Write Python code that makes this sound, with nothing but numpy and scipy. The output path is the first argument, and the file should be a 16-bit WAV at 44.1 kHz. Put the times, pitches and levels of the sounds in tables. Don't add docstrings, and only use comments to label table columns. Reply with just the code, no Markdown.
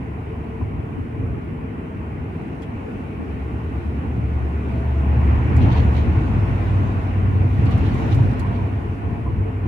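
import sys
import numpy as np
from scipy import signal
from scipy.fft import rfft, irfft, next_fast_len
from scipy.io import wavfile
from scipy.ndimage import uniform_filter1d, map_coordinates

SR = 44100
rng = np.random.default_rng(int(sys.argv[2]) if len(sys.argv) > 2 else 0)


def amp(db):
    return 10 ** (np.asarray(db, float) / 20)


def write(x):
    x = np.atleast_2d(x).T
    wavfile.write(sys.argv[1], SR, np.round(np.clip(x, -1, 1) * 32767).astype(np.int16))


N = 426447

# (time [s], level over smooth concrete [dB])
COARSENESS = [(0, -1), (1.4, -1.5), (3, 0), (4.2, 1.5), (4.9, 3.5), (5.3, 8.5), (5.6, 10.5), (5.75, 11.5),
              (5.92, 9.5), (6.1, 7.5), (7, 6.5), (7.55, 4.5), (7.68, 8.5), (8.15, 8), (8.5, 5), (8.9, 1.5),
              (9.3, 0.5), (9.67, 0.5)]
# (frequency [Hz], left minus right [dB])
EAR_TILT = [(100, .3), (280, .3), (430, 5), (560, .5), (1000, -1), (1900, -1.5), (2800, 3.5), (3500, 2),
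            (4400, -2.5), (5600, -3.5), (6800, -7), (8500, -10), (11000, -11.5), (14000, -10)]


def unit(x):
    return x / np.sqrt(np.mean(x ** 2) + 1e-20)


def along(points, hz):
    f, v = np.transpose(points)
    return np.interp(np.log(hz + 1), np.log(f + 1), v)


def curves(rows):
    s, *cols = np.transpose(rows)
    return [np.interp(np.arange(N) / SR, s, c) for c in cols]


def wobble(rate_hz):
    knots = rng.standard_normal(int(N * rate_hz / SR) + 4)
    return map_coordinates(knots, [np.arange(N) * rate_hz / SR])


def filtered(x, response):
    m = next_fast_len(N + SR // 2)
    return irfft(rfft(x, m) * response(np.fft.rfftfreq(m, 1 / SR)), m)[..., :N]


def resonances(modes):
    def response(f):
        return sum((-1) ** k * amp(db) * 1j * f * w / (c * c - f * f + 1j * f * w)
                   for k, (c, w, db) in enumerate(modes))
    return response


def colour(spectrum):
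    return lambda hz: amp(along(spectrum, hz))


def rush(response, patchy_db):
    # (frequency [Hz], left-right likeness [-1..1])
    likeness = [(30, 0.987), (68, 1.16), (100, 0.85), (260, 0.93), (390, .5), (460, 0.35), (620, 0.24),
                (850, 0), (1250, -0.59), (1750, -0.11), (2150, 0.28), (2600, 0.03), (4000, 0)]
    z = signal.stft(rng.standard_normal((2, N + 512)), nperseg=512)[2]
    field = uniform_filter1d(rng.standard_normal(z.shape[1:]), size=5, axis=0)
    field = uniform_filter1d(field, size=12, axis=1)
    pair = signal.istft(z * amp(patchy_db * unit(field)), nperseg=512)[1][:, :N]

    def spread(hz):
        angle = np.arccos(np.clip(along(likeness, hz), -1, 1)) / 2
        return response(hz) * [np.cos(angle), np.sin(angle)]

    mid, side = filtered(pair, spread)
    return np.array([mid + side, mid - side]) / np.sqrt(np.mean(mid ** 2))


def tone(hz, db, drift_hz, flutter_db):
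    phase = 2 * np.pi * np.cumsum(hz + drift_hz * wobble(6)) / SR
    return np.sqrt(2) * amp(db + flutter_db * wobble(4.1)) * np.sin(phase)


def rung(rows, rise_s, t60_s, spread):
    out, t = np.zeros((2, N + SR)), np.arange(SR // 8) / SR
    chance = rng.standard_normal((len(rows), 2, 2, 5, 1))
    for (s, db, hz), (detune, phase) in zip(rows, chance):
        partials = np.sin(2 * np.pi * hz * (1 + spread * detune[0]) * t + np.pi * phase)
        envelope = amp(db - 60 * t / t60_s) * (1 - np.exp(-t / rise_s))
        out[:, round(s * SR):][:, :len(t)] += envelope * unit(partials.sum(axis=1))
    return out[:, :N]


def road():
    # (frequency [Hz], density [dB per Hz])
    floor_spectrum = [(12, -62.5), (22, -46.5), (35, -31), (50, -14.5), (62, -2.5), (86, -1), (100, 1.5),
                      (120, -0.5), (135, -4), (150, -19), (175, -15.5), (220, -52), (370, -120)]
    # (frequency [Hz], density [dB per Hz])
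    drum_spectrum = [(88, -22.5), (150, -2.5), (178, -0.5), (253, 0.5), (295, -4), (328, -4), (372, -10.5),
                     (449, -12.5), (533, -17.5), (560, -16.5), (730, -53), (1230, -120)]
    # (frequency [Hz], density [dB per Hz])
    roar_spectrum = [(280, -29), (480, -4.5), (537, -6), (676, -1), (812, -1.5), (943, -3), (1090, -3),
                     (1300, -11.5), (1690, -42.5), (2860, -120)]
    # (frequency [Hz], density [dB per Hz])
    hiss_spectrum = [(680, -58), (1000, -17), (1150, -1), (1460, 3.5), (1620, -1.5), (1850, 0.5),
                     (2100, -1.5), (2400, -1.5), (2700, -4.5), (3100, -12), (3500, -24.5), (4200, -33.5),
                     (6000, -71)]
    # (frequency [Hz], density [dB per Hz])
    shudder_spectrum = [(12, -45.5), (22, -19.5), (32, -12.5), (42, -7.5), (52, -3), (62, -9), (90, -120)]
    # (frequency [Hz], width [Hz], level [dB])
    cavity_modes = [(447.6, 18, -3), (252.3, 25.4, -0.5), (406.5, 12, -2), (327, 12.4, -2.5)]
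    coarse_db, = curves(COARSENESS)
    heave_db = heaves()
    slap, thud = joints()
    bump = wobble(14)
    floor_db = -33.5 + 1.5 * coarse_db + heave_db + 0.89 * bump
    drum_db = -34 + 0.85 * coarse_db + 0.35 * heave_db
    roar_db = -45 + 0.88 * coarse_db + 0.079 * heave_db + 0.17 * bump
    hiss_db = -49.5 + 0.83 * coarse_db + 0.34 * bump
    rings_db = -40.5 + 0.05 * (drum_db + 34.0)
    shudder_db = -47 + 1.4 * coarse_db

    boom = (amp(floor_db) + thud) * rush(colour(floor_spectrum), patchy_db=-0.1)
    drum = amp(drum_db + 1.1 * bump) * rush(colour(drum_spectrum), patchy_db=0.8)
    roar = amp(roar_db) * rush(colour(roar_spectrum), patchy_db=1.5)
    hiss = amp(hiss_db) * rush(colour(hiss_spectrum), patchy_db=0.95)
    rings = amp(rings_db) * rush(resonances(cavity_modes), patchy_db=1.5)
    shudder = amp(shudder_db) * rush(colour(shudder_spectrum), patchy_db=2.0)
    return boom + drum + roar + hiss + rings + slap + shudder + bumps()


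def heaves():
    # (time [s], floor swell [dB], half length [s])
    waves = [(0.01, 7, 0.056), (0.757, 8, 0.17), (1.01, 7.5, 0.066), (1.264, 12.5, 0.12), (1.556, 4, 0.087),
             (2.008, 7, 0.043), (2.172, 6.5, .07), (3.75, 3, 0.17), (4.208, 9.5, 0.13), (5.275, 1, 0.12),
             (5.624, 5.5, 0.073), (6.097, 4.5, 0.084), (6.402, 2, 0.14), (7.397, 5, 0.2), (7.624, 5, 0.088),
             (7.853, 2, 0.3), (8.239, 7.5, 0.11), (8.741, 4, 0.2), (9.133, 8.5, 0.15), (9.282, 8.5, 0.032),
             (9.393, 16, 0.03), (9.658, 5.5, 0.045)]
    t = np.arange(N) / SR
    return sum(db * np.exp(-((t - s) / half_s) ** 2) for s, db, half_s in waves)


def joints():
    # (time [s], peak [dB], low thud over peak [dB], slap pitch [Hz])
    slab_joints = [
        (0.612, -33, 22.5, 1000),
        (7.687, -29.5, -6, 1134),
        (7.952, -32.5, 8.5, 1055),
        (8.187, -30.5, 8.5, 932),
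        (8.445, -34, 2, 1027),
        (9.2614, -29.5, 23, 1013),
    ]
    # (multiple of slap pitch, level [dB])
    carcass_modes = [(1, 3), (.7, -5), (.3, 3)]
    axle_hz, axle_t60_s, axle_db, rear_delay_s = 97, .3, -4, .135
    slap, thud, t = np.zeros(N), np.zeros(N), np.arange(N) / SR

    def ring(after, hz, t60_s, rise_s):
        envelope = amp(-60 * after / t60_s) * (1 - np.exp(-after / rise_s))
        return envelope * np.sin(2 * np.pi * hz * after)

    for s, db, thud_db, hz in slab_joints:
        front = np.clip(t - s, 0, 1)
        rear = np.clip(t - s - rear_delay_s, 0, 1)
        for multiple, mode_db in carcass_modes:
            slap += amp(db + mode_db) * ring(front, multiple * hz, t60_s=.07, rise_s=.002)
        knock = ring(front, axle_hz, axle_t60_s, 0.015) + ring(rear, axle_hz, axle_t60_s, 0.013)
        slap += amp(db + thud_db + axle_db) * knock
        thud += amp(db + thud_db - 17.0 - 60 * front / .5) * (1 - np.exp(-front / 0.0082))
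    return slap, thud


def bumps():
    # (time [s], peak [dB], ring [Hz])
    hits = [(.600, -30, 259.4), (.608, -35, 754), (.905, -53, 990), (.968, -23, 265.5), (1.2, -47, 1000),
            (1.5, -57, 1070), (2.005, -43, 877), (2.095, -40, 875), (2.128, -37, 277), (2.36, -49, 973),
            (2.85, -27, 440), (2.87, -45, 1370), (2.945, -48, 904), (4.365, -40, 1085), (5.06, -44.5, 894),
            (5.245, -29.5, 347), (5.285, -41, 1303), (5.635, -26.5, 308), (5.755, -29, 896),
            (5.975, -35, 601), (6.95, -34, 1038), (7.15, -35.5, 1026), (7.25, -31, 198), (7.32, -25.5, 190),
            (7.35, -25.5, 233), (7.41, -27, 205), (7.45, -26, 248), (7.58, -25.5, 270.5),
            (7.67, -23.5, 256.6), (7.75, -29.5, 243.5), (7.82, -19, 136), (7.71, -37, 1116),
            (8.04, -24.5, 278.6), (8.16, -29, 311), (8.3, -24.5, 215.5), (8.405, -29.5, 997),
            (8.45, -33, 1122), (8.575, -30.5, 923), (9.015, -34, 838), (9.258, -39.5, 1130),
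            (9.268, -37, 906), (9.4, -34, 805), (3.19, -23.5, 246), (3.85, -29, 262), (4.72, -30.5, 328),
            (4.9, -31, 327), (9.27, -30, 451), (9.45, -28.5, 459), (8.9, -35, 403), (4.4, -25, 125.5),
            (8.5, -28.5, 310), (5.98, -27.5, 300), (1.95, -29, 241)]
    return rung(hits, rise_s=0.0095, t60_s=0.23, spread=.075)


def tyre():
    coarse_db, = curves(COARSENESS)
    air_ring = resonances([(448, 22, 0)])
    lead_rad = .5 * np.array([[-1], [1]])
    hum = unit(filtered(rng.standard_normal(N), lambda hz: air_ring(hz) ** 2 * np.exp(1j * lead_rad)))
    return amp(-47 - .05 * coarse_db + 2.0 * wobble(3)) * hum


def drivetrain():
    # (time [s], turns [Hz])
    shaft_speed = [(0, 75.8), (2, 77.9), (5, 80.6), (7.5, 82.8), (9.67, 84.5)]
    # (time [s], rate [Hz])
    engine_rate = [(0, 22.6), (2.5, 23), (5, 23.97), (6.05, 24.05), (6.25, 20), (6.7, 19.2), (7.1, 18.93),
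                   (7.5, 19.15), (9.67, 19.8)]
    # (time [s], level [dB])
    engine_load = [(0, -31.5), (.6, -39.5), (2, -41), (2.8, -41), (3.4, -29.5), (3.9, -24.5), (4.9, -22),
                   (5.4, -19.5), (6, -20), (6.15, -33), (6.35, -20.5), (7.52, -17.5), (7.66, -24.5),
                   (8, -31.5), (8.5, -23.5), (8.8, -25.5), (9.1, -40), (9.67, -25)]
    # (frequency [Hz], gain [dB])
    mount_gain = [(56, -16), (62, -1.5), (68, -1.5), (100, -0.7), (112, -14.5), (121, -11)]
    # (time [s], length [s], level [dB])
    grooves = [
        (1.8, .5, -62),
        (3.35, .35, -61),
        (4.68, .17, -46),
        (4.8, .4, -49),
        (5.4, .5, -52),
        (7.55, .35, -53),
        (8.46, .18, -46),
        (8.85, .2, -53),
        (9.03, .28, -49),
    ]
    shaft_hz, = curves(shaft_speed)
    coarse_db, = curves(COARSENESS)
    cycle_hz, = curves(engine_rate)
    load_db, = curves(engine_load)
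    t = np.arange(N) / SR
    edge_s = .05
    singing = amp(-61)
    for s, length_s, db in grooves:
        singing = singing + amp(db) * np.clip(np.minimum(t - s, s + length_s - t) / edge_s, 0, 1)
    first = tone(shaft_hz, -37 + .8 * coarse_db, drift_hz=0.27, flutter_db=2.5)
    second_db = -39 - 0.92 * np.abs(shaft_hz - 76.4)
    second = tone(2 * shaft_hz, second_db, drift_hz=0.3, flutter_db=-2.0)
    third_hz, fifth_hz = 3 * cycle_hz, 5 * cycle_hz
    third = tone(third_hz, load_db + along(mount_gain, third_hz), drift_hz=0.5, flutter_db=2.0)
    fifth = tone(fifth_hz, load_db + along(mount_gain, fifth_hz), drift_hz=0.7, flutter_db=1.8)
    tread_order = 8.22
    whine = singing * tone(tread_order * shaft_hz, 0, drift_hz=2.6, flutter_db=1.5)
    return first + second + third + fifth + whine * amp([[1.5], [-1.5]])


def trim():
    snaps, shiver = ticks()
    return (buzz() + shiver) * amp([[-1.4], [1.4]]) + snaps + creaks()


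def buzz():
    # (time [s], peak [dB], rise [s], fall [s])
    buzzes = [(2.634, -59.5, 0.023, 0.029), (5.625, -45.5, 0.043, 0.066), (5.72, -46.5, 0.026, 0.057),
              (5.78, -44, 0.056, 0.074), (5.968, -46, 0.036, 0.1), (7.668, -51, 0.022, 0.032),
              (7.716, -47.5, .015, 0.082), (7.866, -48.5, 0.068, 0.062), (7.95, -56, .02, 0.036),
              (8.02, -58.5, 0.026, 0.037), (8.125, -43, 0.029, 0.039), (8.24, -65, .03, .03),
              (8.324, -60, 0.038, 0.045), (8.4, -55, 0.014, .025), (8.475, -55.5, 0.018, .01),
              (8.56, -55.5, 0.059, .04), (8.65, -68, 0.018, .02)]
    # (frequency [Hz], width [Hz], level [dB])
    trim_modes = [(2950, 660, 8.5), (4230, 1150, 2), (5860, 600, -4.5), (7400, 810, -15),
                  (10100, 3100, -19)]
    contacts_per_s, top_hz = 2600, 5000
    slope_db = 17.5
    struck = rng.random((2, N)) < contacts_per_s / SR
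    contacts = struck * amp(rng.exponential(size=(2, N))) * rng.standard_normal((2, N))
    rubbing = 0.098 * rng.standard_normal((2, N))

    def body(hz):
        tilt = amp([[.5], [-.5]] * along(EAR_TILT, hz))
        return resonances(trim_modes)(hz) / (1 + 1j * hz / top_hz) * tilt

    chatter = unit(filtered(contacts + rubbing, body))
    t = np.arange(N) / SR
    level = sum(amp(db + 3.5 - slope_db * np.maximum((s - t) / rise_s, (t - s) / fall_s))
                for s, db, rise_s, fall_s in buzzes)
    return level * chatter


def ticks():
    # (time [s], peak [dB], left minus right [dB], panel ring over peak [dB])
    closures = [(2.6200, -50, -2.5, -8), (2.628, -54, -4, -4), (5.565, -43, -8.5, -8.5),
                (5.576, -52.5, 4, -0.5), (5.612, -65, -2, 16), (5.945, -60, -6, 19),
                (5.7672, -57, -2, -2.5), (7.656, -49, -8.5, 1), (7.7094, -48, -6.5, -4),
                (7.7785, -48, -13, -4), (7.943, -48, -8, -2), (8.075, -56.5, -10.5, -6),
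                (8.146, -44.5, -17, -7), (8.312, -54.5, -9, 2), (8.329, -55.5, -9.5, 1.5),
                (8.395, -43, -18, -3)]
    # (frequency [Hz], density [dB per Hz])
    snap_spectrum = [(2500, -34), (4500, 4), (6000, 2), (9000, -0.5), (14000, -7.5), (16000, -37.5)]
    # (frequency [Hz], gain [dB])
    left_shade = [(4000, 2.5), (7000, 0), (9000, -6.5), (14000, -7)]
    # (frequency [Hz], width [Hz], level [dB])
    panel_modes = [(3160, 800, 1), (4270, 590, -2)]
    snaps, shiver, t = np.zeros((2, N + SR)), np.zeros(N + SR), np.arange(SR // 8) / SR
    for s, db, pan_db, ring_db in closures:
        near = amp(db - 1.5 - 60 * t / 0.038 + np.array([[1.1], [-.3]]) * pan_db)
        reply = amp(db - 12.5 - 60 * t / .12 + np.array([[.4], [-.4]]) * pan_db)
        snaps[:, round(s * SR):][:, :len(t)] += near + reply
        ring = amp(db + ring_db - 2.0 - 60 * t / 0.062) * (1 - np.exp(-t / .008))
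        shiver[round(s * SR):][:len(t)] += ring

    def shaded(hz):
        return colour(snap_spectrum)(hz) * amp([[1], [0]] * along(left_shade, hz))

    clicks = filtered(snaps[:, :N] * rng.standard_normal((2, N)), shaded)
    panel = unit(filtered(rng.standard_normal((2, N)), resonances(panel_modes)))
    return clicks, shiver[:N] * panel


def creaks():
    # (time [s], peak [dB], ring [Hz])
    clips = [(2.621, -39, 2550), (2.622, -42, 3200), (2.66, -67, 11000), (2.675, -68, 9000),
             (5.19, -68, 6000), (5.285, -68, 11700), (5.567, -58, 9500), (5.595, -67, 11900),
             (5.643, -61, 5500), (5.7, -56, 4300), (5.725, -50, 4400), (5.742, -47, 4520),
             (5.745, -64, 10000), (5.766, -61, 5860), (5.776, -48, 4330), (5.795, -50, 4400),
             (5.92, -61, 5800), (5.958, -51, 4000), (5.99, -45, 3860), (6.2, -59, 6500), (6.55, -63, 6400),
             (7.65, -61, 6930), (7.66, -44, 4500), (7.712, -60, 8600), (7.722, -54, 4300),
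             (7.74, -63, 11500), (7.772, -60, 11000), (7.856, -60, 7200), (7.858, -63, 11700),
             (7.91, -60, 8800), (7.915, -48, 4300), (7.962, -58, 6550), (8.076, -70, 12700),
             (8.082, -66, 10200), (8.115, -47, 4000), (8.125, -49, 3160), (8.19, -51, 3900),
             (8.31, -56, 5830), (8.312, -56, 4000), (8.33, -55, 3620), (8.392, -57, 9500),
             (8.398, -46, 4330), (8.46, -62, 9000), (8.482, -66, 9650), (8.525, -58, 4450),
             (8.55, -53, 4300)]
    return rung(clips, rise_s=0.0037, t60_s=.09, spread=.06) * amp([[-7], [0]])


def wind():
    # (time [s], level [dB])
    wind_level = [(0, -74.5), (1.8, -76), (2.6, -72), (3.3, -70.5), (4.4, -69), (5, -66), (5.7, -61.5),
                  (6.2, -61), (6.8, -62.5), (7.4, -66), (8, -58), (8.7, -67), (9.1, -71), (9.67, -73.5)]
    # (frequency [Hz], density [dB per Hz])
    leak_spectrum = [(1500, -37.5), (2600, -9), (3400, -3.5), (4100, -6.5), (4800, -13), (5500, -12.5),
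                     (6900, -17), (9000, -32.5), (14500, -41.5)]
    # (frequency [Hz], density [dB per Hz])
    fizz_spectrum = [(3000, -45), (4500, -0.5), (5600, -5), (6500, -12.5), (8000, -3.5), (11000, -5),
                     (12400, -8.5), (14200, -10), (15000, -41)]
    level_db, = curves(wind_level)
    gust = wobble(8.2)
    leak = amp(level_db + 3.0 + 0.45 * gust) * rush(colour(leak_spectrum), patchy_db=1.5)
    fizz_db = -78.5 + 0.53 * (level_db + 76.5) + 0.69 * gust
    return leak + amp(fizz_db) * rush(colour(fizz_spectrum), patchy_db=0.5)


def scene():
    side = np.array([[.5], [-.5]])
    cabin = road() + tyre() + drivetrain() + wind()
    return filtered(cabin, lambda hz: amp(side * along(EAR_TILT, hz))) + trim()


def starved(x):
    # (frequency [Hz], step over the band's level [dB])
    rough_steps = [(1500, -30), (2600, -15), (3400, -5), (4700, 1.5), (6000, 0), (8300, 0), (11000, 1.5),
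                   (12500, 5), (14000, 9)]
    # (frequency [Hz], extra step [dB])
    left_extra = [(4500, 0), (6200, 3), (11500, 3), (13000, 1)]
    frame, grid = 1024, 392
    scatter_db = np.reshape([4.5, 3.6], (2, 1, 1))
    left_only = np.reshape([1, 0], (2, 1, 1))

    k = np.arange(2 * frame, dtype=np.float32)
    window = np.sin(np.pi * (k + .5) / (2 * frame))[:, None]
    angle = np.pi / frame * np.outer(k + .5 + frame / 2, k[:frame] + .5).astype(float)
    basis = window * np.cos(angle).astype(np.float32)
    lead = 2 * frame - grid
    padded = np.pad(x, ((0, 0), (lead, 2 * frame + (-N - lead) % frame)))
    halves = padded.reshape(2, -1, frame).astype(np.float32)
    lines = np.concatenate([halves[:, :-1], halves[:, 1:]], axis=2) @ basis
    bands = lines.reshape(*lines.shape[:2], -1, 16)

    power = uniform_filter1d(np.mean(bands ** 2, axis=3), size=3, axis=1)
    level = np.sqrt(np.abs(uniform_filter1d(power, size=3, axis=2))) + 1e-9
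    luck = unit(uniform_filter1d(rng.standard_normal(level.shape), size=2, axis=1))
    luck = luck + .5 * rng.standard_normal((2, 1, level.shape[2]))
    hz = (np.arange(level.shape[2]) + .5) * SR / 2 / level.shape[2]
    step_db = along(rough_steps, hz) + left_only * along(left_extra, hz) + scatter_db * luck
    step = (level * amp(step_db))[..., None]
    rounded = np.sign(bands) * np.floor(np.abs(bands) / step + .4) * step

    frames = rounded.reshape(lines.shape).astype(np.float32) @ basis.T * (2 / frame)
    joined = frames[:, 1:, :frame] + frames[:, :-1, frame:]
    return joined.reshape(2, -1)[:, lead - frame:][:, :N].astype(float)


def roll_off(x):
    return signal.sosfilt(signal.butter(12, 14255, fs=SR, output="sos"), x)


def record(dry):
    held = dry / (1 + np.abs(dry / 1.0) ** 4) ** (1 / 4)
    mix = starved(held)
    return roll_off(mix)


dry = scene()
out = record(dry)
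write(out)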